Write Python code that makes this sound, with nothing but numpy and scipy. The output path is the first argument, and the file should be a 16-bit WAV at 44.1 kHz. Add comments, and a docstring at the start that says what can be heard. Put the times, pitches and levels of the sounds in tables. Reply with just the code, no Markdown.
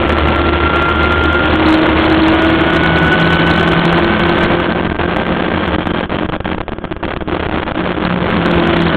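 """Racing car on a straight, on board

Microphone inside a small four-cylinder car that pulls up in one gear, then lifts off near the end.
Firing notes and body boom are sums of engine orders; a gear whines at multiples of crank speed.
Shaped noise gives the airstream, close on the camera's microphone, where random spikes crackle.
Near top speed gusts pin the diaphragm: the sound cuts out in stutters, each ending in a snap."""
import sys
import numpy as np
from scipy import signal
from scipy.fft import rfft, irfft
from scipy.io import wavfile
from scipy.ndimage import uniform_filter1d

SR = 44100
rng = np.random.default_rng(int(sys.argv[2]) if len(sys.argv) > 2 else 0)


def wav_record(signal):
    """Record a signal, one row per channel, as 16-bit PCM in the file named by sys.argv[1]."""
    frames = np.transpose(np.atleast_2d(signal))
    bounded = np.clip(frames, -1, 1)
    # unit amplitude maps onto the largest positive 16-bit level
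    quanta = np.round(bounded * 32767).astype(np.int16)
    wavfile.write(sys.argv[1], SR, quanta)


N = 395136

# Crankshaft turns per second along the straight: time_s, crank_hz
CRANK_SPEED = [(0, 75.3), (1.3, 77.7), (3.7, 84.15), (5.3, 87.8), (6.5, 90), (7.7, 91), (8.3, 87.9),
               (8.96, 82.9)]
# Resonances, likely of exhaust and cockpit, that the firing note and its octave climb through:
# centre_hz, width_hz, level_db (relative)
FIRING_RESONANCES = [(167.16, 7.5, -13), (174.8, 11, -20.5), (315.4, 2.3, -7), (321.6, 11, -10.5),
                     (340.6, 11.5, -15.5)]
# Gear whine and its sidebands: crank_multiple, level_db (relative)
GEAR_LINES = [(9, -15), (17.5, -12), (18, 1), (18.5, -18), (26, -20), (27, -15), (36, -16)]
# Gear casing resonances: centre_hz, width_hz, level_db (relative)
CASING_MODES = [(742, 34, 4.5), (1399, 24, 1.5), (1489, 34, 1), (1535, 60, -7), (2075, 50, 3),
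                (2215, 40, 7.5), (2745, 60, 2), (2998, 50, 8), (3185, 50, -1)]
# Cockpit and bodywork resonances: centre_hz, width_hz, level_db (relative)
BODY_RESONANCES = [(75.4, 16, 3), (217, 17, -2.5), (311, 20, -1), (345.9, 11, 1), (363.6, 72, -5.5),
                   (523.7, 28, -6), (623, 140, -12.5)]
# Spectrum of turbulence at the microphone: pitch_hz, density_db (relative, per Hz)
TURBULENCE = [(25, -32), (60, -15), (110, 0.5), (180, 3.5), (300, 3.5), (450, -2), (650, -5), (1000, -0.5),
              (1500, 0), (1900, -8), (2600, -9), (3400, -3), (4200, -26.5)]
# Airstream on the microphone: time_s, level_db (relative), diaphragm_load (0 to 1)
WIND_ON_MIC = [(0, -14, 0.73), (1.3, -16, 0.35), (1.7, -12.5, 0.55), (2.2, -14.5, 0.27), (4.5, -14, 0.58),
               (4.75, -17, 0.86), (5.75, -16.5, 0.76), (6.6, -18.5, 1), (7.4, -17.5, 0.9),
               (8.2, -16.5, 0.87), (8.55, -14, 0.54), (8.96, -15, 0.52)]
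# Gusts that pin the diaphragm: start_s, end_s, snap_db (impulse as it breaks free, relative)
PINNING_GUSTS = [(4.875, 4.897, 4), (4.901, 4.911, 5), (4.927, 4.946, 7), (4.965, 4.988, 3),
                 (5.762, 5.783, -7), (5.843, 5.856, 3), (5.917, 5.936, -7), (6.057, 6.095, -4),
                 (6.262, 6.289, 3), (6.3, 6.322, 0), (6.368, 6.403, 1), (6.407, 6.445, -9),
                 (6.558, 6.581, 6), (6.587, 6.604, 5), (6.615, 6.681, 0), (6.694, 6.72, 5),
                 (6.735, 6.785, 4), (6.789, 6.841, 4), (6.853, 6.911, 0), (6.935, 6.965, -1),
                 (6.971, 7.028, 0), (7.066, 7.079, 3), (7.138, 7.163, -2), (7.172, 7.207, -3),
                 (7.229, 7.276, -2), (7.468, 7.487, 6), (7.497, 7.512, 3), (7.637, 7.666, 3),
                 (7.72, 7.746, -5)]

# Engine and gear
LIFT_S, LIFT_TAKES_S = 7.72, 0.44  # the throttle closes
OVERRUN_DB = -15  # firing note off throttle, relative
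OVERRUN_OCTAVE_DB, COAST_WHINE_DB = 1.5, -7  # change of octave and whine off throttle
SHAKE_DB, SHAKE_DB_PER_HZ = -14, -1.05  # crank shake at the lowest speed; it smooths out as speed rises
WHINE_DB = -15.5
LOADED_DB = -3.5  # change of engine and gear at full wind load

# Microphone and camera
CRACKS_PER_S = 330  # base rate, scaled by the wind and the freedom of the diaphragm
STALL_DB, STALL_DB_PER_S = -11.5, -47.5  # sensitivity when pinned; it sinks while the gust lasts
PIN_S = 0.0005  # time constant of the diaphragm choking
DULL_SHARE, DULL_HZ = 0.61, 2200  # a loaded diaphragm loses treble
PING_DB, PING_HZ = -18, 3846  # the ping of an overloaded peak
VOICE_BAND_HZ, EDGE_HZ, TOP_HZ = 3446, 4820, 15900  # low-pass corners of the camera


def engine(angle, crank_hz, lift):
    """The crank shakes once a turn; two firings a turn give a note and brassy octave, loud at resonances."""
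    shake_db = SHAKE_DB + SHAKE_DB_PER_HZ * (crank_hz - crank_hz.min())
    shake = undb(shake_db) * partial(angle, rough=0.083, rough_hz=7.1)

    pulling_gain = resonance(2 * crank_hz, FIRING_RESONANCES)
    note_gain = (1 - lift) * pulling_gain + lift * undb(OVERRUN_DB)
    note = note_gain * partial(2 * angle, rough=0.25, rough_hz=9.9)

    octave = partial(4 * angle, rough=0.18, rough_hz=4.1)
    brass = undb(-13) * partial(8 * angle, rough=.7, rough_hz=25)
    brass = brass + undb(-18) * partial(12 * angle, rough=.4, rough_hz=20)
    octave_gain = resonance(4 * crank_hz, FIRING_RESONANCES) * undb(OVERRUN_OCTAVE_DB * lift)
    return shake + note + octave_gain * (octave + brass)


def gear(angle, crank_hz, lift):
    """Meshing teeth whine; backlash wavers the lines together, and casing modes lift each as it passes."""
    lash = angle + 0.0023 * flutter(30)  # radians of the crank
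    whine = sum(undb(db) * casing(k * crank_hz) * np.sin(k * lash) for k, db in GEAR_LINES)
    return whine * undb(WHINE_DB + COAST_WHINE_DB * lift + 2.2 * flutter(27))


def casing(f):
    """Gain of the gear casing at frequency f; between two neighbouring modes they cancel."""
    modes = (undb(db) / (1 + 2j * (f - hz) / width) for hz, width, db in CASING_MODES)
    return np.abs(sum(modes))


def boom(angle, crank_hz):
    """Unequal cylinders add half orders, heard with orders 3 and 6 through the body resonances."""
    orders = [2.5, 3, 3.5, 4.5, 6, 7.5]  # cycles per crank turn
    return sum(resonance(k * crank_hz, BODY_RESONANCES) * partial(k * angle, rough=0.64, rough_hz=10)
               for k in orders)


def road():
    """The road shakes the same body panels at random."""
    return noise(lambda f: resonance(f, BODY_RESONANCES))


def airstream():
    """Broad rush of turbulent air past the microphone."""
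    hz, db = np.transpose(TURBULENCE)
    return noise(lambda f: undb(np.interp(np.log(f), np.log(hz), db)))


def chatter(load):
    """Eddies choke the diaphragm for milliseconds at a time; the harder the load, the deeper."""
    eddies = 1.0 * flutter(450) + 0.81 * flutter(90)
    gain = undb(load * 9.7 * np.tanh(eddies))
    local_power = uniform_filter1d(gain ** 2, SR // 8)
    return gain / np.sqrt(local_power)


def crackle(activity):
    """Random spikes that drive the preamp to its limit, most of them pushing the same way."""
    chance, side, size = rng.random((3, N))
    fires = chance < CRACKS_PER_S * activity / SR
    push = np.where(side < .7, 1, -1)
    return pops(fires * push * (.55 + 1.3 * size))


def snaps():
    """Breaking free at the end of each gust, the diaphragm slaps once."""
    impulses = np.zeros(N)
    for _, end, db in PINNING_GUSTS:
        impulses[int(end * SR)] = undb(db)
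    return pops(impulses)


def pops(impulses):
    """Each impulse becomes a sharp-edged pressure spike that dies within half a millisecond."""
    decay = np.exp(-1 / (0.00016 * SR))
    return signal.lfilter([1], [1, -decay], impulses)


def stall(sound, outside):
    """While a gust pins the diaphragm only a faint, muffled trace of the sound outside gets through."""
    free, trace = np.ones(N), np.zeros(N)
    for start, end, _ in PINNING_GUSTS:
        span = np.arange(int(start * SR), int(end * SR))
        age_s = (span - span[0]) / SR
        free[span] = np.exp(-age_s / PIN_S)
        trace[span] = undb(STALL_DB + STALL_DB_PER_S * age_s)
    waver = undb(3 * flutter(60))
    muffled = waver * lowpass(outside, 2500, order=1)
    # gains are smoothed over about a millisecond
    return uniform_filter1d(free, size=40) * sound + uniform_filter1d(trace, size=40) * muffled


def spit(x):
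    """Now and then a broad overloaded peak breaks into a tiny high ping."""
    pings_per_overloaded_s, limit, ping_s = 1500, .68, .002
    overloaded = np.abs(uniform_filter1d(x, size=36)) > limit
    fires = np.where(rng.random(N) < pings_per_overloaded_s / SR, overloaded, 0.)
    t = np.arange(int(ping_s * SR)) / SR
    ping = np.hanning(len(t)) * np.sin(2 * np.pi * PING_HZ * t)
    return undb(PING_DB) * signal.lfilter(ping, [1], fires)


def partial(angle, rough, rough_hz):
    """An engine line of rms near 1 whose strength and phase waver at random."""
    in_phase = (1 + rough * flutter(rough_hz)) * np.sin(angle)
    quadrature = rough * flutter(rough_hz) * np.cos(angle)
    return np.sqrt(2) * (in_phase + quadrature)


def resonance(f, table):
    """Gain of a set of resonances at frequency f, their powers added."""
    powers = (undb(2 * db) / (1 + (2 * (f - hz) / width) ** 2) ** 2 for hz, width, db in table)
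    return np.sqrt(sum(powers))


def flutter(hz):
    """Random wander of spread 1, with little faster than hz."""
    return noise(lambda f: 1 / (1 + (f / hz) ** 4))


def noise(response):
    """Noise of rms 1 whose spectrum is a function of frequency."""
    f = np.arange(N // 2 + 1) * SR / N + 1e-3  # the offset keeps log(f) finite
    return unit(irfft(rfft(rng.standard_normal(N)) * response(f), N))


def lowpass(x, hz, order):
    """Butterworth low-pass."""
    return signal.sosfilt(signal.butter(order, min(hz, .45 * SR), fs=SR, output="sos"), x)


def curves(table):
    """Each column of a timed table, joined by straight lines."""
    time_s, *columns = np.transpose(table)
    return [np.interp(np.arange(N) / SR, time_s, column) for column in columns]


def undb(db):
    """Decibels to gain."""
    return 10 ** (np.asarray(db) / 20)


def unit(x):
    """Scale to rms 1."""
    return x / np.sqrt(np.mean(x ** 2))


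def scene():
    """Engine, gear, body and wind, all heard through the one wind-loaded diaphragm."""
    (crank_hz,), (wind_db, load) = curves(CRANK_SPEED), curves(WIND_ON_MIC)
    lift = np.clip((np.arange(N) / SR - LIFT_S) / LIFT_TAKES_S, 0, 1)
    angle = 2 * np.pi * np.cumsum(crank_hz) / SR

    drive = engine(angle, crank_hz, lift) + gear(angle, crank_hz, lift)
    body = undb(-6.5) * boom(angle, crank_hz) + undb(-2.5) * road()
    car = undb(LOADED_DB * load) * drive + undb(wind_db - 2.85 * load) * body

    # load takes down the even rush, so the separate cracks stand out
    outside = car + undb(wind_db - 9 * load + 1.5) * airstream()
    freedom = chatter(load)
    cracks = crackle(freedom * undb(2 * (wind_db - wind_db.mean())))
    pressure = 0.2 * load  # steady push of the air: every stall starts and ends with a thump
    heard = stall(freedom * outside + cracks + pressure, outside) + snaps()

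    dull = np.clip(DULL_SHARE * load ** 4, 0, 1)
    return ((1 - dull) * heard + dull * lowpass(heard, DULL_HZ, order=1))[None]


def record(dry):
    """A small camera: no deep bass, a saturating preamp, a telephone-wide band, tallest peaks clipped."""
    x = signal.sosfilt(signal.butter(1, 64, "high", fs=SR, output="sos"), dry)
    saturated = 0.62 * np.tanh(x / 0.52)
    x = lowpass(saturated, VOICE_BAND_HZ, order=6) + spit(x)
    x = signal.sosfilt(signal.cheby2(16, 62, EDGE_HZ, fs=SR, output="sos"), x)
    x = np.clip(x, -.69, .69)
    return signal.sosfilt(signal.ellip(8, .2, 70, TOP_HZ, fs=SR, output="sos"), x)


dry = scene()
out = record(dry)
wav_record(out)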